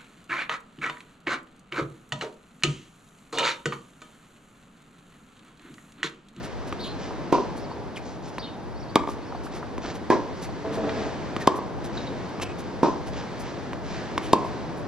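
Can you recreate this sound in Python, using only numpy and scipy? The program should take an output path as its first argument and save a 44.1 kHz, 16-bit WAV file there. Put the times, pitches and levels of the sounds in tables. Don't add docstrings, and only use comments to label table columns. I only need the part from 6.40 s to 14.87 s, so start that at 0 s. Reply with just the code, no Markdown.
import sys
import numpy as np
from scipy import signal
from scipy.fft import rfft, irfft, next_fast_len
from scipy.io import wavfile

SR = 44100
rng = np.random.default_rng(int(sys.argv[2]) if len(sys.argv) > 2 else 0)


def inscribe(sig):
    pcm = np.round(np.clip(np.atleast_2d(sig).T, -1, 1) * 32767)
    wavfile.write(sys.argv[1], SR, pcm.astype(np.int16))


N = 373527
TIME = np.arange(N) / SR
ANTIPHASE = np.array([[1], [-1]])
AIR_SPREAD = .38

# t/s, puff/dB, ball/dB, ball/Hz, crack/dB, crack/Hz, ping/dB, ping/Hz
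NEAR_STROKES = [(2.5564, -12.5, -4.5, 1195, -13, 3600, -20.5, 3440),
                (5.0731, -12.5, 1, 1083, -17, 4370, -23, 3150),
                (7.9312, -12.5, 1, 1048, -16.5, 5400, -19.5, 4400)]
FAR_STROKES = [(0.9239, -10.5, -10, 1006, -33, 4040, -39, 2300),
               (3.7003, -9.5, -13, 1049, -34.5, 3730, -21.5, 1664),
               (6.4289, -11, -10.5, 1024, -37, 4460, -31.5, 1270)]
# f/Hz, level/dB, t60/s
RACKET_MODES = [(310, -7, 0.026), (407, -19, 0.061), (654, -41, 0.055), (744, -49, 0.075),
                (938, -12.5, 0.036)]
# ratio to ping pitch, level/dB, t60/cycles
STRING_MODES = [(1, 1.5, 42), (1.13, -5, 25), (1.93, -10.5, 55), (2.85, -12, 55)]
# t/s, slap/dB, thud/dB, ring/Hz
BOUNCES = [(0.3258, -21.5, -22, 1206), (1.9827, -20.5, -26, 1020), (3.3799, -24, -23.5, 1030),
           (4.9646, -18.5, -19.5, 1220), (5.999, -26, -35, 1150), (7.3321, -23, -33, 1040),
           (7.7786, -11.5, -21, 1085)]
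# delay/s, level/dB
NEAR_ECHOES = [
    [(.0098, -6), (0.035, -14), (.079, -17), (0.1165, -12), (0.131, -14)],
    [(.0095, -19), (.021, -30), (0.035, -25), (.079, -28), (0.1135, -18)],
    [(.0095, -37), (.021, -18), (.046, -28), (.096, -24), (0.114, -18), (0.131, -27)],
]
FAR_ECHOES = [
    [(.0075, -4.5), (.0185, -8), (.0225, -6), (0.027, -2), (.0505, -13), (.057, -3.5)],
    [(.0065, -4.5), (.0195, -2), (0.0275, -2.5), (.049, -8.5), (.0615, -8)],
    [(.0072, -12), (0.014, -3), (0.027, -3), (.037, -5), (.053, -7.5)],
]
# f/Hz, level/dB
SCATTER_COLOUR = [(100, -0.5), (300, 1.5), (650, -2.5), (1050, -4), (1600, 5), (4000, 0), (7500, -4),
                  (11000, -30)]
# f/Hz, t60/s
SCATTER_T60 = [(100, 0.086), (350, 0.82), (1050, 1), (2500, 0.26), (9000, 0.51)]
# t/s, peak/dB, upper edge/Hz
HEEL_TAPS = [(0.706, -27, 1100), (1.312, -28.5, 1150), (2.922, -23.5, 1300), (2.947, -25, 1200),
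             (3.066, -31, 1600), (3.166, -30, 1800), (3.228, -24, 1600), (3.448, -26, 1400),
             (4.09, -29, 1150), (4.493, -22.5, 3000)]
# peak t/s, relative level/dB, width/s, tilt/(dB/oct)
STEPS = [(.045, -42, 0.016, -0.5), (.283, -46, 0.01, 1.5), (1.178, -51.5, .016, 5.5),
         (1.57, -47.5, .011, 2), (1.885, -53, 0.0098, 2), (2.70, -47.5, .022, 2.5), (3.053, -50, .016, 5),
         (3.162, -49, 0.017, 2.5), (3.554, -45, 0.012, 0.5), (4.035, -42.5, .016, 2.5),
         (4.345, -42, 0.017, 0), (5.015, -39.5, .013, -0.5), (5.167, -48, .011, 8.5),
         (5.453, -43.5, .011, 2), (5.891, -62, .012, 6), (6.025, -32, .009, 0.5), (6.197, -45.5, .011, 2.5),
         (6.677, -46, .013, 1.5), (7.007, -46, .012, 7), (7.85, -46, .028, 1), (8.058, -56, 0.02, 6),
         (8.385, -56, .016, 9)]
# t/s, length/s, level/dB, tilt/(dB/oct)
SLIDES = [(.58, 0.14, -42.5, 1), (1.616, 0.18, -51.5, 5), (1.82, 0.11, -50, 4), (1.925, 0.073, -54, 4),
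          (3.106, 0.11, -44, 0.5), (3.413, .14, -36, 0), (3.955, .09, -58, 15), (4.547, 0.2, -39.5, -0.5),
          (5.521, 0.18, -41, 0), (6.22, 0.11, -53, 1), (6.719, .15, -38, -0.5), (7.018, .13, -41, -1),
          (7.432, 0.21, -42.5, 0.5)]
# f/Hz, level/dB
STEP_COLOUR = [(800, 12.5), (2800, 8), (5500, 5), (8000, 0.5), (10500, 1.5), (12500, -5), (15000, -39)]
SLIDE_COLOUR = [(300, 9.5), (900, 6.5), (1800, 2), (3200, -1.5), (5200, -2.5), (7000, -7.5), (9000, -27),
                (14000, -67)]
# t/s, length/s, start/Hz, end/Hz, level/dB, rasp 0-1
SQUEAKS = [(1.556, 0.015, 3320, 2810, -38, 0.2), (1.566, .018, 2504, 2150, -34.5, .4),
           (5.008, .029, 1895, 1770, -34.5, 0), (6.012, 0.03, 2665, 2630, -33.5, 0.4),
           (6.05, .028, 2680, 2540, -41, .6), (6.084, 0.045, 2520, 2560, -43, 0.4),
           (7.819, 0.052, 3050, 3130, -43.5, 0.7)]
# t/s, level/dB, centre/Hz
KNOCKS = [(4.242, -25, 540), (4.303, -28.5, 283), (4.372, -24.5, 620), (4.432, -23.5, 310),
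          (4.467, -27.5, 640), (4.565, -27.5, 560), (4.66, -31, 403)]
# f/Hz, level/dB, t60/s
HOLLOW_MODES = [(208, 1.5, 0.23), (295, -1, 0.31), (394, -0.5, 0.12), (448.7, 2.5, 0.26), (560, -7, 0.091),
                (652, 1, .24), (820, -8, .08), (1050, -5, .1)]
# t/s, length/s, start/Hz, mid/Hz, end/Hz, level/dB, rasp 0-1, overtones/dB
CALL_NOTES = [(0.393, .034, 3420, 4300, 4130, -37.5, .7, -20),
              (0.42, 0.038, 4250, 4140, 3920, -36.5, .6, -27),
              (0.435, 0.05, 3490, 3440, 3140, -37.5, 0.9, -13.5),
              (0.454, 0.078, 4220, 4100, 4110, -41, 0.3, -32),
              (1.981, 0.041, 3470, 4750, 4150, -40, 0.24, -37),
              (2.012, 0.077, 4350, 4270, 4330, -49, 0.3, -35),
              (2.018, .045, 3400, 3750, 3500, -38.5, 0.4, -35),
              (2.05, 0.042, 3330, 3050, 2900, -45, 0.4, -33), (2.057, .11, 3760, 3700, 3640, -52, .6, -35)]
# delay/s, length/s, start/Hz, mid/Hz, end/Hz, level/dB, relative pitch waver
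WHISTLE_NOTES = [(0, .05, 4330, 4520, 5300, -1.5, .012), (0.049, .037, 5300, 5520, 5260, 0, .008),
                 (0.078, .022, 4950, 4560, 4450, 4, .015), (.138, .034, 4100, 4580, 4700, 2.5, 0.019)]
CHIP_NOTES = [(0.00034, 0.014, 4250, 3990, 3800, 2, 0.02)]
# t/s, level/dB, pitch ratio
WHISTLES = [(1.162, -52, .98), (2.345, -52, 1.0), (2.808, -57, 0.98), (3.912, -57, 1.0), (5.865, -59, 1)]
CHIPS = [(5.57, -34, 0.98), (5.606, -46, 1.0), (5.667, -38.5, 0.97)]
# t/s, relative level/dB
RUSTLE_LEVEL = [(0.0, -49.5), (.22, -51), (.61, -49.5), (1.2, -50.5), (1.45, -53.5), (2.2, -55), (3.3, -52),
                (4.2, -50), (4.55, -44), (4.9, -47.5), (5.35, -52.5), (5.59, -49), (6.2, -50.5),
                (7.15, -48.5), (7.4, -52), (7.55, -44), (7.75, -47), (8.15, -48.5), (8.47, -52)]
HUM_LEVEL = [(0.0, -38.5), (1.01, -35), (1.63, -39), (4.22, -37), (4.48, -32), (4.81, -35), (7.55, -36.5),
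             (7.76, -35), (8.47, -34.5)]
# f/Hz, level/dB
RUSTLE_COLOUR = [(300, 1.5), (900, 3), (1600, 9.5), (2800, 1), (4800, -1.5), (6500, -7.5), (8500, -16),
                 (10000, -40), (14000, -85)]
HUM_COLOUR = [(25, -41), (50, -13.5), (90, -3.5), (150, -0.5), (300, 0.5), (550, -5), (950, -8),
              (1400, -18), (2500, -34.5), (6000, -59), (11000, -87)]
BREEZE_COLOUR = [(20, -20), (35, -1), (50, 12), (80, -3.5), (115, -4), (160, -15), (250, -17), (1000, -49)]
HISS_COLOUR = [(3000, -5), (7000, -8), (9500, 8.5), (12500, -3), (14000, -10)]
# f/Hz, lag/rad
PORT_LAG = [(100, .02), (1000, 0.17), (2000, 0.43), (4000, .8), (6000, 1.2), (7700, 2.22), (9500, 2.69),
            (14000, 2.64)]


def stroke(row, dwell_s, puff_s, dent_db, dent_s, ball_t60_s, racket_db, crack_s, swell_s):
    _, puff_db, ball_db, ball_hz, crack_db, crack_hz, ping_db, ping_hz = row
    t = TIME[:int(.8 * SR)]
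    free_s = t - dwell_s
    crack = rms_one(band(rng.standard_normal(len(t)), crack_hz / 4.1, crack_hz * 1.44, order=1))
    crack *= np.exp(-(t / crack_s) ** 2)
    roundness = 1 - np.exp(-np.maximum(free_s, 0) / swell_s)
    ball = roundness * ring(free_s - .00049 * roundness, ball_hz, ball_t60_s)
    racket = sum(from_db(db + rng.normal(0, 2)) * ring(free_s, hz * rng.normal(1, .03), t60_s)
                 for hz, db, t60_s in RACKET_MODES)
    ping = sum(from_db(db) * ring(free_s, ping_hz * ratio, cycles / (ping_hz * ratio))
               for ratio, db, cycles in STRING_MODES)
    air = puff(free_s, puff_s) + from_db(dent_db) * dent(t - .74 * dwell_s, dent_s)
    body = butter(air + from_db(racket_db) * racket, 125, "high")
    return (from_db(puff_db) * body + from_db(ball_db) * ball
            + from_db(crack_db) * crack + from_db(ping_db) * ping)


def puff(t, width_s):
    u = t / width_s
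    return u * np.exp(.5 - .5 * u * u)


def dent(t, width_s):
    u = t / width_s
    return (u * u - 1) * np.exp(-.5 * u * u)


def near_strokes():
    out = np.zeros((2, N))
    for row, paths in zip(NEAR_STROKES, NEAR_ECHOES):
        pop = stroke(row, dwell_s=.00237, puff_s=.0004, dent_db=-9.5, dent_s=.00059,
                     ball_t60_s=.021, racket_db=9.5, crack_s=.0025, swell_s=.00054)
        tail = scatter(pop, wet_db=-40.5, build_s=.00054, t60_scale=.68)
        tail += spray(len(pop), db=-27, t60_s=.048)
        add(out, row[0], pop + echoes(pop, paths, 450, 1340) + tail)
    return out


def far_strokes():
    out, pan = np.zeros((2, N)), from_db([[-1.2], [1.2]])
    for row, paths in zip(FAR_STROKES, FAR_ECHOES):
        pop = stroke(row, dwell_s=.00254, puff_s=.00042, dent_db=-16, dent_s=.00052,
                     ball_t60_s=.044, racket_db=7, crack_s=.0082, swell_s=.00024)
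        tail = scatter(pop, wet_db=-31, build_s=.0026, t60_scale=.57)
        tail += spray(len(pop), db=-37.5, t60_s=.45)
        add(out, row[0], pan * pop + echoes(pop, paths, 700, 1500) + tail)
    return out


def bounces():
    out, t = np.zeros(N), TIME[:SR // 8]
    for s, slap_db, thud_db, ring_hz in BOUNCES:
        crunch = band(rng.standard_normal(len(t)), 1200, 3900, order=1) * np.exp(-t / .0041)
        slap = -puff(t - .0003, .0001) + from_db(-.5) * ring(t, ring_hz, .019) + from_db(-7) * crunch
        thud = -puff(t - .0041, .0006)
        add(out, s, from_db(slap_db) * slap + from_db(thud_db) * thud)
    return out


def echoes(x, paths, low_hz, high_hz):
    dull = butter(band(x, low_hz, high_hz, order=1), 5500, "low")
    return sum(from_db(db) * np.pad(dull, (round(delay_s * SR), 0))[:len(x)] for delay_s, db in paths)


def spray(size, db, t60_s):
    t = TIME[:size]
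    mid, side = rms_one(band(rng.standard_normal((2, size)), 2020, 6260, order=4))
    return from_db(db - 60 * t / t60_s) * (1 - np.exp(-t / .004)) * stereo(mid, side)


def scatter(x, wet_db, build_s, t60_scale):
    t, response = TIME[:int(.7 * SR)], 0
    edges_hz = np.geomspace(80, 14000, num=13)
    for low_hz, high_hz in zip(edges_hz, edges_hz[1:]):
        hz = np.sqrt(low_hz * high_hz)
        mid, side = band(rng.standard_normal((2, len(t))), low_hz, high_hz)
        t60_s = t60_scale * at_hz(SCATTER_T60, hz)
        response += from_db(at_hz(SCATTER_COLOUR, hz) - 60 * t / t60_s) * stereo(mid, side)
    response *= from_db(wet_db) * (1 - np.exp(-t / build_s))
    return signal.fftconvolve(x[None], response, axes=1)[:, :len(x)]


def heel_taps():
    out, t = np.zeros(N), TIME[:SR // 10]
    for s, peak_db, top_hz in HEEL_TAPS:
        knock = band(rng.standard_normal(len(t)) * np.exp(-t / .005), 660, top_hz, order=3)
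        add(out, s, from_db(peak_db) * knock / np.abs(knock).max())
    return out


def footfalls():
    out = np.zeros(N)
    for s, db, width_s, tilt_db_oct in STEPS:
        crunch = grit(8 * width_s, STEP_COLOUR, tilt_db_oct)
        u = TIME[:len(crunch)] / (2 * width_s)
        add(out, s - 2 * width_s, from_db(db + 1.5) * (u * np.exp(1 - u)) ** 4 * crunch)
    return out


def slides():
    out = np.zeros(N)
    for s, length_s, db, tilt_db_oct in SLIDES:
        scrape = grit(length_s, SLIDE_COLOUR, tilt_db_oct)
        envelope = np.sin(np.pi * np.linspace(0, 1, len(scrape)) ** .7)
        add(out, s, from_db(db) * envelope * scrape)
    return out


def grit(length_s, colour, tilt_db_oct, grains_per_s=5000, size_spread_db=3.5):
    size = int(length_s * SR)
    catch, sign, chance = rng.random((3, SR // 2))[:, :size]
    grain_db = size_spread_db * np.minimum(-np.log(1 - chance), 4)
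    grains = (catch < grains_per_s / SR) * np.sign(sign - .5) * from_db(grain_db)
    hz = np.maximum(np.fft.rfftfreq(size, 1 / SR), 100)
    gain = from_db(at_hz(colour, hz) + tilt_db_oct * np.log2(hz / hz[-1]))
    return rms_one(irfft(rfft(grains) * gain, size))


def squeaks():
    out = np.zeros(N)
    for s, length_s, *pitches_hz, db, rasp in SQUEAKS:
        add(out, s, from_db(db) * glide(length_s, pitches_hz, waver=.035, overtone_db=-15, rasp=rasp))
    return out


def clatter(swell_s=.0068, focus_db_oct=7, rattle_db=-8, rattle_s=.06):
    out, t = np.zeros(N), TIME[:SR // 2]
    for s, db, centre_hz in KNOCKS:
        body = 0
        for hz, mode_db, t60_s in HOLLOW_MODES:
            gain = from_db(mode_db - focus_db_oct * abs(np.log2(hz / centre_hz)))
            body += gain * ring(t - rng.random() / hz, hz * rng.normal(1, .01), t60_s)
        rattle = rms_one(band(rng.standard_normal(len(t)), 170, 950)) * np.exp(-t / rattle_s)
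        add(out, s, from_db(db) * (1 - np.exp(-t / swell_s)) * (body + from_db(rattle_db) * rattle))
    return out


def birds():
    calls = song(CHIPS, CHIP_NOTES) + song(WHISTLES, WHISTLE_NOTES)
    for s, length_s, *pitches_hz, db, rasp, overtone_db in CALL_NOTES:
        add(calls, s, from_db(db) * glide(length_s, pitches_hz, .01, overtone_db, rasp))
    return calls + scatter(calls, wet_db=-35, build_s=.0076, t60_scale=.75)


def song(repeats, notes):
    out = np.zeros(N)
    for s, db, ratio in repeats:
        for delay_s, length_s, *pitches_hz, note_db, waver in notes:
            note = glide(length_s, ratio * np.array(pitches_hz), waver, overtone_db=-40, rasp=.2)
            add(out, s + delay_s, from_db(db + note_db) * note)
    return out


def glide(length_s, pitches_hz, waver, overtone_db, rasp):
    u = np.linspace(0, 1, int(length_s * SR))
    contour = np.polyfit(np.linspace(0, 1, len(pitches_hz)), pitches_hz, len(pitches_hz) - 1)
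    wobble = rms_one(band(rng.standard_normal(SR // 4), 64, 390))[:len(u)]
    phase = 2 * np.pi * np.cumsum(np.polyval(contour, u) * (1 + waver * wobble)) / SR
    flutter_a, flutter_b = rms_one(band(rng.standard_normal((2, SR // 4)), 40, 520))[:, -len(u):]
    smear = flutter_a * np.sin(phase) + flutter_b * np.cos(phase)
    tone = np.sqrt(1 - rasp) * np.sin(phase) + np.sqrt(rasp / 2) * smear
    overtones = flutter_a * np.sin(2 * phase) + flutter_b * np.sin(3 * phase)
    return 2 * np.sqrt(u * (1 - u)) * (tone + from_db(overtone_db) * overtones)


def rustle(swell_db=.6):
    return from_db(4 + swell_db * drift(rate_hz=3)) * level(RUSTLE_LEVEL) * noise(RUSTLE_COLOUR)


def road_hum():
    return from_db(1.5) * level(HUM_LEVEL) * noise(HUM_COLOUR) * from_db([[.3], [-.3]])


def noise(colour, spread=AIR_SPREAD):
    mid, side = rng.standard_normal((2, N))
    size = next_fast_len(N, True)
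    gain = from_db(at_hz(colour, np.fft.rfftfreq(size, 1 / SR)))
    return rms_one(irfft(rfft(stereo(mid, side, spread), size) * gain, size)[:, :N])


def drift(rate_hz, hop=100):
    pole = np.exp(-2 * np.pi * rate_hz * hop / SR)
    white = rng.standard_normal(N // hop + 1002)
    slow = signal.lfilter([1], [1, -2 * pole, pole * pole], white)[1000:]
    return np.interp(np.arange(N) / hop, np.arange(len(slow)), rms_one(slow))


def ring(t, hz, t60_s):
    t = np.maximum(t, 0)
    return np.sin(2 * np.pi * hz * t) * from_db(-60 * t / t60_s)


def stereo(mid, side, spread=AIR_SPREAD):
    return mid + spread * side * ANTIPHASE


def butter(x, hz, kind, order=2):
    return signal.sosfilt(signal.butter(order, hz, kind, fs=SR, output="sos"), x)


def band(x, low_hz, high_hz, order=2):
    return butter(x + 1e-18, [low_hz, high_hz], "band", order)


def from_db(db):
    return 10 ** (np.asarray(db) / 20)


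def rms_one(x):
    return x / np.sqrt(np.mean(x ** 2) + 1e-20)


def at_hz(points, hz):
    knots_hz, values = np.transpose(points)
    return np.interp(np.log(np.maximum(hz, 1)), np.log(knots_hz), values)


def level(curve):
    return from_db(np.interp(TIME, *np.transpose(curve)))


def add(out, s, sound):
    i = max(0, round(s * SR))
    out[..., i:i + sound.shape[-1]] += sound[..., :max(0, N - i)]


def scene():
    impacts = bounces() + squeaks() + heel_taps() + clatter()
    impacts = impacts + scatter(impacts, wet_db=-44.5, build_s=.0017, t60_scale=.82)
    background = road_hum() + rustle()
    return near_strokes() + far_strokes() + impacts + birds() + footfalls() + slides() + background


def record(dry, breeze_db=-40, gust_db=1.2, hiss_db=-67, cutoff_hz=13400):
    lag_rad = at_hz(PORT_LAG, np.fft.rfftfreq(2 * N, 1 / SR))
    left = irfft(rfft(dry[0], 2 * N) * np.exp(-1j * lag_rad))[:N]
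    gusts = from_db(breeze_db + gust_db * drift(rate_hz=2.4))
    breeze = gusts * noise(BREEZE_COLOUR, spread=0) * from_db([[1.1], [-1.1]])
    hiss = from_db(hiss_db) * noise(HISS_COLOUR, spread=0)
    pair = np.clip(np.array([left, dry[1]]) + (breeze + hiss) * ANTIPHASE, -.95, .95)
    return signal.sosfilt(signal.ellip(8, .2, 80, cutoff_hz, fs=SR, output="sos"), pair)


dry = scene()
out = record(dry)
inscribe(out)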